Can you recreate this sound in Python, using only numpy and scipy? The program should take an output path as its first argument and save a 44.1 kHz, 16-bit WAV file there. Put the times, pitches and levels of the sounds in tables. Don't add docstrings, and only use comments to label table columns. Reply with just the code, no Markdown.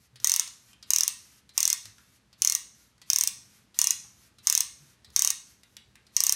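import sys
import numpy as np
from scipy import signal
from scipy.fft import rfft, irfft, next_fast_len
from scipy.io import wavfile
from scipy.ndimage import uniform_filter1d, minimum_filter1d, map_coordinates

SR = 44100
rng = np.random.default_rng(int(sys.argv[2]) if len(sys.argv) > 2 else 0)


def wrap_up_sound(samples):
    columns = np.atleast_2d(samples).T
    tamed = np.clip(columns, -1, 1)
    steps = np.round(tamed * 32767).astype(np.int16)
    wavfile.write(sys.argv[1], SR, steps)


N = 280035
T = np.arange(SR // 8) / SR


def amp(db):
    return 10 ** (np.asarray(db) / 20)


def unit(x):
    return x / np.sqrt(np.mean(x ** 2) + 1e-20)


def along(points, hz):
    f, v = np.transpose(points)
    return np.interp(np.log(hz + 1), np.log(f), v)


def fade(t60, t=T):
    return np.exp(-np.log(1000) * t / t60)


def noise(spectrum, size):
    white = rfft(rng.standard_normal(size))
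    gain = amp(along(spectrum, np.fft.rfftfreq(size, 1 / SR)))
    return unit(irfft(white * gain, size))


def wobble(rate):
    knots = rng.standard_normal(int(N * rate / SR) + 4)
    return map_coordinates(knots, [np.arange(N) * rate / SR])


def mode_sines(hz, db, scatter_db, detune):
    size, shift = rng.standard_normal((2, len(hz), 1))
    return amp(db + scatter_db * size) * np.sin(2 * np.pi * hz * (1 + detune * shift) * T)


def ring(modes, scatter_db, detune):
    hz, db, t60 = np.transpose(modes)[:, :, None]
    return np.sum(fade(t60) * mode_sines(hz, db, scatter_db, detune), axis=0)


def add(track, s, sound):
    part = track[max(round(s * SR), 0):][:len(sound)]
    part += sound[:len(part)]


def by_chance(typical, count, scatter_db, octaves):
    db, hz, *rest = typical
    rows = []
    for when, size, shift in rng.uniform(-1.1, 1, (count, 3)):
        s = (when + 1) / 2 * N / SR
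        rows.append((s, db + scatter_db * size, hz * 2 ** (octaves * shift), *rest))
    return rows


# (frequency [Hz], level [dB])
RUMBLE = [(20, -27), (35, -14.5), (60, 1.5), (100, -3), (155, -7), (200, -2.5), (290, -11), (600, -18.5),
          (1150, -18), (2000, -20), (6000, -24.5), (12500, -33.5), (15000, -62.5)]


def background(air_db=-66.0, hum_db=-71.0):
    hum = amp(hum_db + 2.1 * wobble(0.89)) * np.sin(2 * np.pi * 120 * np.arange(N) / SR)
    rumble = amp(air_db + 1.2 * wobble(1.4)) * noise(RUMBLE, N)
    return hum + rumble


GATHER, BRAKE = .728, .253
FIRST_DB, FIRST_LEFT = 3, 0.22


def snaps(swing):
    start, teeth, tooth_s, first_extra_s, last_extra_s, db = swing
    k = np.arange(round(teeth))
    gathering = first_extra_s * GATHER ** k[:-1]
    braking = last_extra_s * BRAKE ** k[:-1][::-1]
    times = start + np.append(0, np.cumsum(tooth_s + gathering + braking))
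    return np.column_stack([times, db + FIRST_DB * FIRST_LEFT ** k])


# (frequency [Hz], level [dB])
RUBBING = [(200, -15.5), (700, -5.5), (1200, 3), (3500, 3.5), (6200, 9.5), (7600, 4), (13000, 5.5),
           (14200, -19.5), (15500, -46)]
REST_S, RETURN_S, PAUSE_S = .08, 0.39, .075


def rubbing(edge=0.034, grain_db=-0.5, first_snap_db=-51.5, lead=0.047):
    t = np.arange(N) / SR
    slides, back = [], -edge
    for swing, (catch, _, return_db) in zip(SWINGS, CATCHES):
        first, last = snaps(swing)[[0, -1], 0]
        slides.append((back, min(back + RETURN_S, catch - PAUSE_S), return_db))
        slides.append((first - lead, first + edge, first_snap_db))
        back = last + REST_S
    motion = np.zeros(N)
    for start, end, db in slides:
        motion += amp(db) * np.clip(np.minimum(t - start, end - t) / edge, 0, 1)
    grain = amp(grain_db * wobble(110) + 3.2 * wobble(14) - 5.0)
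    return motion * grain * noise(RUBBING, N)


# (time [s], level [dB], pitch [Hz])
BUMPS = [(0.125, -45, 126), (0.2, -40.5, 120), (1.859, -46.5, 105), (2.399, -45, 114), (2.63, -43, 56),
         (3.356, -43.5, 122.4), (5.068, -41.5, 71.5), (5.867, -48, 121)]
# (level [dB], pitch [Hz])
FAINT_BUMP = (-53.5, 120)


def bumps(thud_db=-0.5, scuff_db=-16):
    track = np.zeros(N)
    swell = (1 - fade(0.22)) * np.cos(np.pi / 2 * T / T[-1])
    scuff_colour = [(60, -10.5), (330, 4), (700, -8.5), (1400, -8.5), (4000, -24)]
    for s, db, hz in BUMPS + by_chance(FAINT_BUMP, count=10, scatter_db=3.5, octaves=.9):
        thud = amp(thud_db) * ring([(hz, 0, .22)], scatter_db=4.0, detune=0.018)
        scuff = amp(scuff_db) * noise(scuff_colour, len(T)) * fade(.25)
        add(track, s, amp(db) * swell * (thud + scuff))
    return track


# (time [s], level [dB], level of the rubbing on the way back [dB])
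CATCHES = [(0.158, -37, -56), (0.8268, -34.5, -59.5), (1.492, -39.5, -58), (2.329, -44.5, -60.5),
           (3.0164, -36.5, -63.5), (3.744, -40.5, -62.5), (4.385, -41.5, -61), (5.046, -39, -62),
           (6.0673, -46.5, -64)]
# (frequency [Hz], level [dB])
LEVER = [(1500, -19), (2700, -15.5), (3400, -7.5), (4200, 0.5), (5000, -2), (6200, -15), (7600, -13.5),
         (10000, -28), (16000, -50)]
# (frequency [Hz], level [dB])
JOINTS = [(300, -20), (1200, -6), (3000, -2.5), (5500, 2.5), (7500, -4), (9000, -2), (11000, -9),
          (13500, -12.5), (15000, -38.5)]


def catches(ring_db=-14.0, tap_db=-11.5):
    track = np.zeros(N)
    for s, db, _ in CATCHES:
        tap = amp(tap_db) * noise(JOINTS, len(T)) * fade(0.048)
        rattle = amp(ring_db) * noise(LEVER, len(T)) * fade(0.085)
        add(track, s, amp(db) * (tap + rattle))
    return track


# (time [s], level [dB], pitch [Hz], ring relative to the tick [dB])
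TICKS = [(0.2006, -36.5, 5250, -18), (0.4763, -32.5, 6060, -6.5), (0.7317, -43.5, 3220, -14),
         (1.8553, -28.5, 4770, -18.5), (1.9829, -43, 1400, -12.5), (4.045, -48.5, 1085, -4),
         (5.1028, -45, 5000, -17), (5.6335, -39, 4460, -27), (5.7677, -30, 3100, -18.5),
         (5.9553, -39.5, 2130, -11.5)]
# (level [dB], pitch [Hz], ring relative to the tick [dB])
FAINT_TICK = (-52, 2000, -16)


def ticks(tap_db=-8):
    track = np.zeros(N)
    for s, db, hz, ring_db in TICKS + by_chance(FAINT_TICK, count=8, scatter_db=-1, octaves=0.61):
        tap = amp(tap_db) * noise(JOINTS, len(T)) * fade(.023)
        colour = [(hz / 2, -25), (hz * .8, -7), (hz, 0), (hz * 1.2, -12), (hz * 3, -25), (SR, -50)]
        part = noise(colour, len(T)) * fade(.045)
        add(track, s, amp(db) * (tap + amp(ring_db) * part))
    return track


# (frequency [Hz], level [dB])
PAWL = [(650, -43), (2750, -28), (4200, -16), (6170, 2.5), (8600, -7), (10400, -12), (11900, -15),
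        (13250, -9.5), (15300, -18)]


def snap(length, detune, scatter_db):
    hz, db = np.transpose(PAWL)[:, :, None]
    quiver = np.sin(np.pi * np.clip(T / length, 0, 1)).clip(0) ** 0.93
    return quiver * np.sum(mode_sines(hz, db, scatter_db, detune), axis=0)


# (first snap [s], teeth [count], time per tooth at full speed [s],
# extra on the first tooth [s], extra on the last tooth [s], level [dB])
SWINGS = [(.2449, 7, .0155, .0116, .0166, -6.3), (.9051, 7, .0157, .0142, .0262, -6.4),
          (1.5780, 7, .0217, .0046, .0046, -5.9), (2.4202, 6, .0185, .0097, .0071, -6.3),
          (3.1014, 7, .0184, .0128, .0167, -6.1), (3.7892, 5, .0262, 0, .0098, -5.3),
          (4.4711, 6, .0216, .0065, .006, -5.8), (5.1625, 6, .0219, .0085, .0052, -5.4),
          (6.1661, 6, .0191, .0191, .0047, -5.8)]
# (frequency [Hz], level [dB], t60 [s])
FRAME = [(129.5, -46.5, 0.026), (496, -46, 0.0077), (986, -48.5, 0.087), (1138, -38, 0.046),
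         (1346, -53, 0.042), (1864, -43, 0.11), (2170, -41.5, 0.085), (2810, -29, 0.017),
         (2870, -42.5, 0.073), (4290, -31.5, 0.017), (4600, -33, 0.028), (5160, -29.5, 0.14),
         (6060, -37.5, .014), (6840, -31.5, .016), (6970, -33, 0.022), (8660, -32, 0.035), (9510, -36, .02)]
# (frequency [Hz], level [dB])
SLATS = [(30, -51.5), (300, -43), (820, -25.5), (1000, -6), (1250, -16), (1500, -18), (2100, -9.5),
         (3300, -7.5), (4700, -2.5), (5400, -2.5), (6450, 7), (7600, 0.5), (8700, 0.5), (9800, -4.5),
         (13300, -7.5), (16000, -13.5)]
TOOTH_SCATTER_DB = .5


def ratchet(snap_db=-3.5, frame_db=-4, chatter_db=-15, rattle_db=-26.5, seat=0.001169):
    track = np.zeros(N)
    spread = 1 - fade(0.00096)
    decay = amp(chatter_db) * fade(0.012) + amp(rattle_db) * fade(0.038)
    for s, db in np.vstack([snaps(swing) for swing in SWINGS]):
        db = db + TOOTH_SCATTER_DB * rng.standard_normal()
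        slats = noise(SLATS, len(T)) * decay * spread
        frame = amp(frame_db) * ring(FRAME, scatter_db=2.5, detune=0.0095)
        add(track, s, amp(db + snap_db) * snap(seat, detune=0.027, scatter_db=2.4))
        add(track, s + seat, amp(db) * (frame + slats))
    return track


def blend(fixed, new, share):
    share = np.clip(share, 0, 1)
    return np.sqrt(1 - share) * fixed + np.sqrt(share) * new


# (delay [s], level [dB])
ECHOES = [(.0016, -20.5), (.0057, -21), (0.0121, -19.5)]
# (frequency [Hz], t60 [s])
ROOM_T60 = [(200, 1), (1200, 0.3651), (3000, 0.35), (6000, 0.51), (9000, 0.39), (15000, 0.27)]
# (frequency [Hz], level [dB])
ROOM_DB = [(200, -15.5), (750, -15), (1050, -1.5), (2000, 1.5), (4000, -2.5), (6000, -15.5), (8500, -9),
           (11000, -11), (15000, -19.5)]


def room(x, count=48, moving=.75):
    out = x.copy()
    for delay, db in ECHOES:
        add(out, delay, amp(db) * x)
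    walls = rng.standard_normal(SR * 2 // 3)
    for part in np.array_split(np.arange(N), count):
        diffuse = blend(walls, rng.standard_normal(len(walls)), moving)
        hz, t, z = signal.stft(diffuse, SR, nperseg=256)
        t60 = along(ROOM_T60, hz)[:, None]
        gain = amp(along(ROOM_DB, hz))[:, None] * np.sqrt(2 * np.log(1000) / (t60 * SR))
        tail = signal.istft(z * gain * fade(t60, t), SR, nperseg=256)[1]
        add(out, part[0] / SR + .004, signal.fftconvolve(x[part], tail))
    return out


def scene():
    toy = rubbing() + bumps() + catches() + ticks() + ratchet()
    return (room(toy) + background())[None]


LOW_HZ, TOP_HZ = 49.4, 16500


def record(dry):
    needed = np.minimum(1, .74 / (np.abs(dry) + 1e-9))
    held = dry * uniform_filter1d(minimum_filter1d(needed, size=21), size=11)
    size = next_fast_len(N + SR)
    hz = np.fft.rfftfreq(size, 1 / SR)
    bass_cut = hz ** 2 / np.sqrt(hz ** 4 + LOW_HZ ** 4)
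    top_cut = 1 / (1 + (hz / TOP_HZ) ** 80)
    return irfft(rfft(held, size) * bass_cut * top_cut, size)[:, :N]


dry = scene()
out = record(dry)
wrap_up_sound(out)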